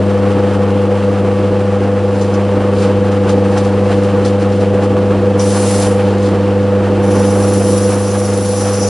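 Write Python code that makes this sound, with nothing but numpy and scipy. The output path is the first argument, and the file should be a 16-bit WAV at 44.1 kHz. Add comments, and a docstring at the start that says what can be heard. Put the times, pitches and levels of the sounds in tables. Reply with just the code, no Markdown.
"""A drill press is already running in a shed, close ahead of the microphones: mains hum that throbs with the
motor shaft, a belt rumbling through the frame and a light rattle of bearings, made of tones and shaped noise.
A strip of abrasive paper then slides and crinkles in the fingers, as clumps of tiny ticks and ringing modes.
It touches the spinning wooden dowel once, then is pressed on: a rising hiss of grit, wavering with each turn,
lasts to the end while the load quiets the drive."""
import sys
import numpy as np
from scipy import signal
from scipy.fft import rfft, irfft
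from scipy.io import wavfile

SR = 44100
rng = np.random.default_rng(int(sys.argv[2]) if len(sys.argv) > 2 else 0)


def wav_out(sig):
    """Save sig, one row per channel (or a flat mono array), as 16-bit PCM at SR to the path in sys.argv[1]."""
    wavfile.write(sys.argv[1], SR, np.round(np.clip(np.atleast_2d(sig).T, -1, 1) * 32767).astype(np.int16))


N = 392049
TIME, FREQ = np.arange(N) / SR, np.fft.rfftfreq(N, 1 / SR)  # s, Hz
HUM_HZ, SHAFT_HZ, BELT_HZ = 99.966, 24.82, 6.19  # hum, turns of the motor shaft, laps of the belt

# How alike the paper sounds at the left and right microphones. Each row: frequency in Hz, likeness (1 = same).
PAPER_LIKENESS = [(1000, .999), (4000, 1), (5000, 1), (5700, 0.65), (6500, 0.22), (7300, .7), (10500, 0.79)]


def amp(db):
    """Decibels to gain."""
    return 10 ** (np.asarray(db) / 20)


def unit(x):
    """Scales to an rms of 1."""
    return x / np.sqrt(np.mean(x ** 2) + 1e-20)


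def read(points):
    """Reads a table of (Hz, value) along a log-frequency axis."""
    hz, value = np.transpose(points)
    return np.interp(np.log(FREQ + 1), np.log(hz + 1), value)


def over_time(points):
    """Reads a table of (s, value) along the scene in straight lines."""
    return np.interp(TIME, *np.transpose(points))


def lowpass(x, hz):
    """Smoothly removes what lies above hz."""
    return irfft(rfft(x) / (1 + (FREQ / hz) ** 4), N)


def wander(hz):
    """Slow chance of rms 1, up to about hz changes a second."""
    return unit(lowpass(rng.standard_normal(N), hz))


def turning(hz):
    """Angle of something that turns steadily, from a chance start."""
    return 2 * np.pi * (hz * TIME + rng.random())


def swells(rows):
    """Sum of smooth swells, each (middle s, height, half length s)."""
    return sum(height * np.exp(-((TIME - s) / length) ** 2) for s, height, length in rows)


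def grit(per_s, spread_db, share):
    """Separate ticks of uneven size over a smooth wash of countless small ones; share is the ticks' power."""
    size_db = spread_db * np.minimum(rng.exponential(1, N), 4)
    size = amp(size_db) * (rng.random(N) < per_s / SR)
    ticks = unit(size * rng.standard_normal((2, N)))
    wash = rng.standard_normal((2, N))
    share = np.clip(share, 0, 1)
    return np.sqrt(share) * ticks + np.sqrt(1 - share) * wash


def repeating(hz, share, fresh):
    """Mixes fresh chance with a pattern that comes round hz times a second; share is the pattern's power."""
    lap = rng.standard_normal((2, round(SR / hz)))
    pattern = lap[:, np.arange(N) % lap.shape[1]]
    share = np.clip(share, 0, 1)
    return np.sqrt(share) * pattern + np.sqrt(1 - share) * fresh


def colour(pair, gain, same):
    """Filters two unrelated signals into a left and right of the given likeness, their middle at rms 1."""
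    likeness = np.clip(read(same), -1, 1)
    mid, side = rfft(pair) * gain * np.sqrt([1 + likeness, 1 - likeness])
    mid, side = irfft(mid, N), irfft(side, N)
    return np.array([mid + side, mid - side]) / np.std(mid)


def load_swing():
    """Swing of the drive's level in dB, as the hum swells and sinks with the load on the motor."""
    # Each row: time in seconds, swing in dB.
    swing = [(0, .2), (2.2, -1.8), (2.85, .6), (6.85, 0), (7.12, 2.0), (7.85, -.3), (8.0, -2.2),
             (8.52, -4.5), (8.89, -2.0)]
    return over_time(swing)


def motor():
    """The stator hums at twice the mains; the off-centre rotor adds sidebands that throb once a turn."""
    # Harmonics of the magnetic hum, lowest first. Each row: level in dB, sideband one shaft rate below in dB,
    # sideband above in dB, share of the load swing it follows.
    harmonics = [(-17, -57, -53, .45), (-17.5, -53, -58, 0.88), (-26.5, -50, -49, 1.7),
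                 (-30.5, -44, -47, 1.1), (-17, -26, -35.5, 0.63), (-31.5, -40, -60, .3),
                 (-41, -55, -53, .3), (-40, -57, -57, .3), (-44, -47, -51, .3)]
    # Steady tones of pulleys, rotor slots and bearings. Each row: frequency in Hz, level in dB.
    whine_tones = [(54.1, -50), (127, -41), (181.2, -36.5), (254.1, -38), (327, -37), (354, -34.5),
                   (367.6, -46), (744.5, -50.5), (819.7, -38), (1144.4, -42.5), (1169, -48), (1244.3, -50),
                   (1271, -46), (1444.3, -48), (3391, -59), (4387, -61)]
    drift, jitter = 0.15, 0.022  # radians rms: shaft angle, hum phase
    belt_tug, waver = 0.067, 0.011  # depths of level change
    whine_feel = 0.61  # share of the load swing
    swing_db = load_swing()
    mains, belt = turning(HUM_HZ), turning(BELT_HZ)
    shaft = turning(SHAFT_HZ) + drift * wander(1.7)
    hum = np.zeros(N)
    for k, (db, below_db, above_db, feel) in enumerate(harmonics, 1):
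        # bending waves disperse in the frame, which spreads each pulse out in time
        angle = k * mains - .58 * k * (k - 1) + jitter * wander(3.7)
        tone = amp(db) * np.cos(angle)
        tone = tone + amp(below_db) * np.cos(angle - shaft) + amp(above_db) * np.cos(angle + shaft)
        # the belt tugs once a lap, most on the higher harmonics
        unevenness = 1 + belt_tug * np.log(k) * np.cos(belt) + waver * wander(3.4)
        hum += tone * amp(feel * swing_db) * unevenness
    whine = np.zeros(N)
    for hz, db in whine_tones:
        tone = np.cos(turning(hz) + 0.29 * wander(2.1))
        whine += amp(db) * tone * (1 + 0.26 * wander(5))
    return np.sqrt(2) * (hum + amp(whine_feel * swing_db) * whine)  # levels are rms


def drive():
    """Belt and bearings shake the frame; the belt's bumps return on every lap, the bearings' on every turn."""
    # Spectra of belt and bearings before the frame. 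Each row: frequency in Hz, relative level in dB per Hz.
    rumble_colour = [(15, -22), (40, -14), (65, -15), (90, -8), (160, -11.5), (240, -9.5), (285, -3),
                     (370, -1), (420, -4.5), (510, -6.5), (545, -9.5), (750, -15.5), (1200, -33),
                     (3000, -65)]
    rattle_colour = [(200, -20), (560, -6), (750, 0.5), (1200, -3), (1500, -6.5), (1750, -8.5),
                     (2000, -11.5), (2700, -14), (3600, -19.5), (5000, -23.5), (7000, -28), (11000, -33)]
    # Resonances of the frame and belt guard. Each row: centre in Hz, width in Hz, lift (or dip) in dB.
    resonances = [(190, 20, 10.5), (265, 16, 4), (488, 29, 10), (616, 35, 6), (1120, 21, -3),
                  (1128, 41, 3.5), (2807, 120, 5), (2904, 100, -6.5), (3054, 73, 7), (4410, 94, 0),
                  (7300, 120, 4), (8430, 110, 6.5)]
    # Brief jolts in which the machine rattles harder. Each row: middle in seconds, lift in dB,
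    # half length in seconds.
    jolts = [(.32, 2.5, .022), (.55, 2.5, .02), (2.838, 4.5, 0.028), (3.292, 5.5, 0.022),
             (3.57, 4.5, 0.015), (3.926, 5, .03), (5.573, 4, 0.018), (5.85, 3, .07), (6.005, 4, 0.02),
             (7.925, 3.5, 0.022), (8.155, 5.5, 0.018), (8.304, 4.5, .022), (8.67, 3.5, 0.03)]
    # Likeness of the drive at the two microphones. Each row: frequency in Hz, likeness (1 = same).
    drive_likeness = [(25, .94), (70, 1), (200, 1), (1000, .9998), (2000, 1), (4400, 1), (5200, .8),
                      (8000, 0.42), (11000, 0.71)]
    rumble_db, rattle_db = -20.1, -25.9  # before load, drift and jolts
    buzz, knock = 0.087, 0.061  # depths of chatter at the hum and shaft rates
    unsteady_db, clatter_db, clatter_hz = 0.9, 1.25, 1800
    # both follow the load a little and drift by chance
    swing_db = load_swing()
    rumble_gain = amp(rumble_db + .6 * swing_db + .3 * wander(2.5))
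    rattle_gain = amp(rattle_db + .45 * swing_db + .15 * wander(2.5) + swells(jolts))
    frame = amp(sum(db / (1 + (2 * (FREQ - hz) / width) ** 2) for hz, width, db in resonances))
    belt = repeating(BELT_HZ, .22, rng.standard_normal((2, N))) * amp(1.6 * wander(15))
    # loose parts chatter at the rates of the hum and the shaft
    chatter = repeating(SHAFT_HZ, .16, grit(900, 1.6, 0.16)) * amp(unsteady_db * wander(18.5))
    chatter = chatter * (1 + buzz * np.cos(turning(HUM_HZ)) + knock * np.cos(turning(SHAFT_HZ)))
    # the heavier parts clatter in short bursts
    heavy = lowpass(chatter, clatter_hz)
    chatter = chatter + heavy * (amp(clatter_db * wander(10.5)) - 1)
    rumble = rumble_gain * colour(belt, frame * amp(read(rumble_colour)), drive_likeness)
    rattle = rattle_gain * colour(chatter, frame * amp(read(rattle_colour)), drive_likeness)
    return rumble + rattle


def ringing():
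    """Grains drive the bending modes of the paper strip."""
    # Modes of the held paper. Each row: centre in Hz, width in Hz, relative level in dB.
    strip_modes = [(4990, 170, -4), (5330, 430, -9.5), (5700, 140, 2), (6080, 230, -2), (6650, 400, -6.5)]
    power = sum(amp(db) ** 2 / (1 + 2 * ((FREQ - hz) / width) ** 2) ** 2 for hz, width, db in strip_modes)
    return colour(grit(5000, 3., 0.32), np.sqrt(power), PAPER_LIKENESS)


def handling():
    """The paper slides and buckles in clumps of tiny snaps, each buckle also setting the strip ringing."""
    # The paper slides in the fingers. Each row: middle in seconds, level in dB, half length in seconds.
    slides = [(2.23, -42, .16), (2.82, -34.5, .07), (3.31, -38, .035), (3.58, -39.3, .13),
              (3.94, -42.5, .12), (4.265, -35, .045), (4.42, -37.5, .028), (4.58, -43.5, .09),
              (4.84, -34.5, .022), (6.09, -43, .14), (6.265, -37, .055)]
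    # The stiff paper buckles or bites. Each row: peak in seconds, crackle level in dB,
    # level of the ringing strip in dB, decay in seconds.
    crinkles = [(2.215, -34, -33, .012), (2.34, -41, -35, .014), (2.824, -43, -46, .015),
                (3.117, -36, -41, 0.0134), (3.294, -29, -40, .014), (3.579, -28, -35, .013),
                (3.649, -37, -48, .015), (4.035, -36, -50, .02), (4.251, -35, -37, .024),
                (4.523, -41, -50, 0.016), (4.605, -42, -50, .012), (5.396, -32, -28.5, 0.045),
                (5.823, -31, -38, .012)]
    # Spectrum of the handled paper. Each row: frequency in Hz, relative level in dB per Hz.
    paper_colour = [(400, -13.5), (1400, -10), (2800, 3), (4500, 6), (6000, 1), (7500, -1), (11000, -5.5)]
    clump_db, rise_s = 1.5, 0.0024
    sliding = swells((s, amp(db), length) for s, db, length in slides)
    force = amp(clump_db * wander(40)) * sliding
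    ring = np.zeros(N)
    for s, db, ring_db, decay in crinkles:
        snap = np.exp(-np.maximum((s - TIME) / rise_s, (TIME - s) / decay))
        force = force + amp(db) * snap
        ring = ring + amp(ring_db) * snap
    crackle = colour(grit(1500, 3.3, 0.26), amp(read(paper_colour)), PAPER_LIKENESS)
    return force * crackle + ring * ringing()


def stroke(start, end, db, settle):
    """Gain of paper on wood: it bites quickly, grows as the paper beds in, holds, and dies away after its end."""
    bite_s, settle_db, release_db_per_s = .022, 12, 125
    age = np.maximum(TIME - start, 0)
    bedding_db = -settle_db * np.exp(-age / settle)
    release_db = -release_db_per_s * np.maximum(TIME - end, 0)
    return np.minimum(age / bite_s, 1) * amp(db + bedding_db + release_db)


def sanding():
    """Grit scrapes the wood; the slightly out-of-round dowel varies the contact on every turn."""
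    # The paper brushes the dowel loosely, then is pressed on past the end of the scene.
    # Each holds: start in seconds, end in seconds, level in dB, time to settle in seconds.
    touch_stroke = (5.372, 5.84, -20.3, .075)
    press_stroke = (7.012, 8.95, -21.5, .21)
    # Spectra of the loose touch and the press. Each row: frequency in Hz, relative level in dB per Hz.
    touch_colour = [(700, -17), (2000, -5.5), (3300, -3.5), (4500, -1), (6500, 1), (7500, -2), (8200, 1),
                    (9000, -2), (10000, 3.3), (11000, 3)]
    press_colour = [(900, -28.5), (2500, -13), (4000, -6.5), (6800, -5), (7800, -6), (9300, -5.5),
                    (9900, 0), (10400, 2.5), (10800, 2.3)]
    # How hard the thumb bears on the strip. Each row: time in seconds, pressure in dB.
    thumb = [(7.3, -.3), (7.75, 1.3), (8.03, -2), (8.3, -2), (8.55, 1.2), (8.89, -.7)]
    spindle_hz = 27.05
    wobble, lobes = 0.049, .07  # depths once and three times a turn
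    flutter_db, ring_waver_db = 1., 1.5
    ring_db, ring_settle_s = -38.3, .055  # the pressed strip starts to ring almost at once
    taut_s, taut_rise_s, taut_db = 8.54, .03, 6.5  # and rings louder once it is drawn taut
    angle = turning(spindle_hz)
    roundness = 1 + wobble * np.cos(angle) + lobes * np.cos(3 * angle)
    contact = roundness * amp(flutter_db * wander(30))
    brushing = colour(grit(4000, 2.24, 0.25), amp(read(touch_colour)), PAPER_LIKENESS)
    touch = stroke(*touch_stroke) * brushing
    pressure = amp(over_time(thumb))
    scraping = colour(grit(5000, 5.0, 0.26), amp(read(press_colour)), PAPER_LIKENESS)
    hiss = pressure * stroke(*press_stroke) * scraping
    taut = (1 + np.tanh((TIME - taut_s) / taut_rise_s)) / 2
    ring_gain = stroke(*press_stroke[:2], ring_db, ring_settle_s)
    ring = ring_gain * amp(taut_db * taut + ring_waver_db * wander(7)) * ringing()
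    return contact * (touch + hiss + ring)


def boards(x):
    """The table, fence and backboard close by throw back a few quick echoes."""
    echo_db, count = -9.5, 8  # all echoes together, against the direct sound
    delays = rng.uniform(0.00096, .009, count)  # s
    signs = rng.choice([-1, 1], count)
    echoes = np.zeros((2, N))
    for sign, delay in zip(signs, delays):
        late = np.pad(x, ((0, 0), (round(delay * SR), 0)))[:, :N]
        echoes += sign * late / np.sqrt(count)
    return (x + amp(echo_db) * echoes) / np.hypot(1, amp(echo_db))


def placed(x, left_db, lead=0):
    """Leans a sound to the left, in level and in phase, half on each side."""
    half = np.array([[1], [-1]]) / 2
    return irfft(rfft(x) * np.exp(1j * half * lead), N) * amp(half * left_db)


def scene():
    """The machine ahead of the microphones, the paper close to the centre among the boards."""
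    # Balance of the hum as the arm reaches in. Each row: time in seconds, left minus right in dB.
    lean = [(0, 1.7), (1.5, 0.65), (4.5, .3), (6, 0), (7.3, -0.8), (8.89, 0)]
    # Phase of the machine between the ears. Each row: frequency in Hz, radians by which the left leads.
    ear_lead = [(30, .1), (70, .25), (100, 0.23), (200, 0.13), (320, .02), (420, 0.078), (500, 0.18),
                (640, .01), (1000, 0)]
    hum = placed(motor(), left_db=over_time(lean), lead=read(ear_lead))
    shaking = placed(drive(), left_db=-0.42, lead=read(ear_lead))
    paper = placed(boards(handling() + sanding()), left_db=.5)
    return hum + shaking + paper


def record(dry):
    """The recorder rounds off the highest peaks, starts and stops softly, then cuts the treble steeply."""
    knee, headroom = .72, .22  # of full scale
    fade_s, edge_hz = .002, 10880
    over = np.maximum(abs(dry) - knee, 0)
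    rounded = dry - np.sign(dry) * (over - headroom * np.tanh(over / headroom))
    rounded = rounded * np.minimum(np.minimum(TIME, TIME[::-1]) / fade_s, 1)
    band_limit = signal.firwin(2047, edge_hz, window=("kaiser", 9), fs=SR)
    return signal.oaconvolve(rounded, band_limit[None], "same")


dry = scene()
out = record(dry)
wav_out(out)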